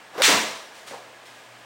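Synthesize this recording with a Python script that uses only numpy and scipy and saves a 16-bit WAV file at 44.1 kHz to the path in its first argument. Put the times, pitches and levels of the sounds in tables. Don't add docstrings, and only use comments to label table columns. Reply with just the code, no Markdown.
import sys
import numpy as np
from scipy import signal
from scipy.fft import rfft, irfft
from scipy.io import wavfile

SR = 44100
rng = np.random.default_rng(int(sys.argv[2]) if len(sys.argv) > 2 else 0)


def store_wav(level_fs):
    pcm = np.round(np.clip(np.atleast_2d(level_fs), -1, 1) * 32767)
    wavfile.write(sys.argv[1], SR, pcm.T.astype(np.int16))


N = 72765
T = np.arange(N) / SR

# (frequency [Hz], relative level [dB])
CRACK_SPECTRUM = [(60, -22), (400, -14), (900, -3), (2000, 3.5), (4400, 0.5), (6000, -12), (9000, -6),
                  (11000, -22), (16000, -14)]
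# (frequency [Hz], relative level [dB], t60 [s])
HEAD_MODES = [(833.5, -5, 0.67), (1294, -4, .6), (1842, -5, 0.66), (2056, -6.5, 0.92), (2566, -4, 0.46),
              (2707, 2.5, 0.56), (3130, 4, .4), (3478, 3, .45), (3699, 7, 0.3), (3892, -3, 0.68),
              (5040, -3.5, 0.85), (5660, -5, 0.85), (7170, -15, 0.44), (7990, 0, 0.49), (8040, -5, 0.33)]
# (frequency [Hz], relative level [dB])
RING_SPECTRUM = [(40, -27), (120, -25), (300, -18.5), (600, -12), (950, -7.5), (1400, -2.5), (1800, 0.5),
                 (2800, -1.5), (4000, -2), (5000, -5.5), (6200, -5), (8300, -8.5), (9800, -13.5),
                 (10600, -22), (16000, -18.5)]

def strike(bay_db=-7.5, crack_db=-9, head_db=-27.5, impact_s=.2188):
    crack = from_db(crack_db) * noise(CRACK_SPECTRUM) * burst(attack_s=.0019, t60_s=.018)
    head = np.zeros(N)
    for hz, db, t60_s in HEAD_MODES:
        mode = from_db(head_db + db) * np.sin(2 * np.pi * hz * T)
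        waver = 1 + .8 * drift(rate_hz=45.4)
        head += mode * burst(attack_s=.017, t60_s=t60_s) * waver
    ring = from_db(bay_db) * echoes(RING_SPECTRUM, build_s=.034)
    return np.interp(T - impact_s, T, crack + head + ring, left=0)


# (time [s], relative speed [1])
CLUB_SPEED = [(.125, .25), (.152, 0.53), (.176, .6), (.182, 0.88), (.192, .85), (.203, 0.931),
              (.2135, 1.04), (.218, 0.66), (.25, .3), (.3, 0.057)]
# (frequency [Hz], relative level [dB])
RUSH_SPECTRUM = [(60, -38), (150, -14.5), (300, -1.5), (500, 2.5), (800, 1), (1400, -2.5), (3000, -14),
                 (6000, -18.5), (9500, -28), (11000, -28.5), (16000, -31)]

def swing(bay):
    whistle_hz, whistle_db, rush_db = 525.7, -18, -26
    speed = np.interp(T, *np.transpose(CLUB_SPEED), left=0, right=0)
    pitch_hz = whistle_hz * speed * (1 + .044 * drift(rate_hz=180))
    phase = 2 * np.pi * np.cumsum(pitch_hz) / SR
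    roughness = 1 + .16 * drift(rate_hz=250)
    whistle = from_db(whistle_db) * speed ** 6.2 * np.sin(phase) * roughness
    rush = from_db(rush_db) * speed ** 2.55 * noise(RUSH_SPECTRUM)
    return in_bay(whistle + rush, bay, wet_db=-16.5)


# (time [s], level [dB], attack [s], t60 [s], pitch [Hz], reverb [dB])
BALL_HITS = [(.278, -18, 0.005, 0.21, 314, -6), (.291, -15.5, 0.0032, .18, 800, -5.5),
             (0.317, -19, 0.0057, .24, 950, -6.5), (0.34, -25, .008, .16, 312, -11),
             (.908, -35.5, 0.0037, 0.18, 520, -6), (.925, -36.5, 0.0057, .27, 760, -6.5)]
# (multiple of pitch [1], relative level [dB])
THUD_SPECTRUM = [(.1, -31), (.3, -17), (.55, -5.5), (1.0, 3.5), (1.4, -2), (2.5, -14), (6.0, -22),
                 (25, -53)]

def ball_thuds(bay):
    thuds = np.zeros(N)
    for start_s, db, attack_s, t60_s, pitch_hz, wet_db in BALL_HITS:
        spectrum = [(pitch_hz * ratio, band_db) for ratio, band_db in THUD_SPECTRUM]
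        thud = from_db(db) * burst(attack_s, t60_s, start_s) * noise(spectrum)
        thuds += in_bay(thud, bay, wet_db)
    return thuds


# (time [s], level [dB], attack [s], t60 [s])
BRUSHES = [(.535, -44.5, .02, 0.76), (.715, -47, 0.049, 0.95), (0.86, -39, 0.018, .58),
           (1.25, -49, 0.008, 1.2)]
# (frequency [Hz], relative level [dB])
BRUSH_SPECTRUM = [(60, -25), (250, -7), (600, 0), (1300, 1.5), (3500, -1), (5500, -4.5), (9900, -9),
                  (10600, -19.5), (16000, -18)]

def rustles(grain_db=.5):
    power = sum((from_db(db) * burst(attack_s, t60_s, start_s)) ** 2
                for start_s, db, attack_s, t60_s in BRUSHES)
    grains = rng.standard_normal(N) * from_db(grain_db * drift(rate_hz=600))
    return np.sqrt(power) * colour(grains, BRUSH_SPECTRUM)


# (time [s], level [dB])
HUM_LEVEL = [(0, -75), (.75, -76.5), (.95, -65), (1.25, -69), (1.36, -64.5), (1.65, -62.5)]
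# (frequency [Hz], width [Hz], level [dB])
VENT_RESONANCES = [(651, 100, -61), (1658, 42, -57.5)]
# (frequency [Hz], relative level [dB])
AIR_SPECTRUM = [(25, -27), (75, -17), (130, -15.5), (185, -6.5), (220, -8), (290, -3.5), (380, -5.5),
                (520, -0.5), (900, -1), (1200, -2), (1420, -4), (1750, -4), (2100, -4.5), (3000, -7),
                (4500, -13), (6400, -17), (8000, -17), (9900, -23), (10700, -28.5), (13000, -29),
                (16000, -25)]

def ventilation(air_db=-48, hum_hz=120):
    hum_rms = from_db(np.interp(T, *np.transpose(HUM_LEVEL)))
    hum = hum_rms * np.sqrt(2) * np.sin(2 * np.pi * hum_hz * T)
    whines = np.zeros(N)
    for hz, width_hz, db in VENT_RESONANCES:
        resonator = signal.iirpeak(hz, hz / width_hz, fs=SR)
        whines += from_db(db) * unit_rms(signal.lfilter(*resonator, rng.standard_normal(N)))
    air = from_db(air_db) * noise(AIR_SPECTRUM)
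    return air + whines + hum * (1 + .34 * drift(rate_hz=9.84))


# (frequency [Hz], t60 [s])
BAY_DECAY = [(100, .7), (300, 0.55), (600, 0.74), (1000, 0.66), (1800, 0.6), (3500, 0.6), (7000, 0.56),
             (14000, 0.54)]

def echoes(spectrum, build_s, initial_per_s=12000, doubling_s=.02):
    density = np.minimum(initial_per_s / SR * 2 ** np.minimum(T / doubling_s, 20), 1)
    taps = rng.standard_normal(N) * (rng.random(N) < density) / np.sqrt(density)
    bins, hz = rfft(colour(taps, spectrum)), np.fft.rfftfreq(N, 1 / SR)
    centres_hz, t60s = np.transpose(BAY_DECAY)
    bands = [irfft(bins * at_hz(np.c_[centres_hz, share], hz), N) for share in np.eye(len(t60s))]
    return sum(band * burst(build_s, t60_s) for band, t60_s in zip(bands, t60s))


# (frequency [Hz], relative level [dB])
WALL_SPECTRUM = [(100, -3.5), (400, -0.5), (16000, -4)]

def bay_response():
    response = echoes(WALL_SPECTRUM, build_s=.0091)
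    return response / np.linalg.norm(response)


def in_bay(x, bay, wet_db):
    return x + from_db(wet_db) * signal.fftconvolve(x, bay)[:N]


def from_db(db):
    return 10 ** (np.asarray(db) / 20)


def unit_rms(x):
    return x / np.sqrt(np.mean(x ** 2) + 1e-20)


def at_hz(points, hz):
    points_hz, values = np.transpose(points)
    return np.interp(np.log(np.maximum(hz, 1)), np.log(points_hz), values)


def colour(x, spectrum):
    gain = from_db(at_hz(spectrum, np.fft.rfftfreq(N, 1 / SR)))
    return unit_rms(irfft(rfft(x) * gain, N))


def noise(spectrum):
    return colour(rng.standard_normal(N), spectrum)


def drift(rate_hz):
    return np.interp(T * rate_hz, np.arange(N), rng.standard_normal(N))


def burst(attack_s, t60_s, start_s=0):
    age_s = T - start_s
    return np.clip(age_s / attack_s, 0, 1) * from_db(-60 * np.maximum(age_s - attack_s, 0) / t60_s)


def smooth(x, tau_s):
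    pole = np.exp(-1 / (tau_s * SR))
    return signal.lfilter([1 - pole], [1, -pole], x)


def release(duck_db, db_per_s):
    return np.maximum.accumulate(duck_db + db_per_s * T) - db_per_s * T


def scene():
    bay = bay_response()
    return (swing(bay) + strike() + ball_thuds(bay) + rustles() + ventilation())[None]


def record(dry):
    threshold_db, slope, slow_share = -15, .62, .54
    ceiling, cutoff_hz = .53, 16000
    level_db = 10 * np.log10(smooth(dry[0] ** 2, tau_s=.0041) + 1e-12)
    duck_db = slope * np.maximum(level_db - threshold_db, 0)
    held_db = np.maximum(release(duck_db, db_per_s=78), release(slow_share * duck_db, db_per_s=6.5))
    gain = from_db(-smooth(held_db, tau_s=.00054))
    rounded = ceiling * np.tanh(dry * gain / ceiling)
    lowpass = signal.ellip(12, .2, 70, cutoff_hz, fs=SR, output="sos")
    return signal.sosfilt(lowpass, rounded)


dry = scene()
out = record(dry)
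store_wav(out)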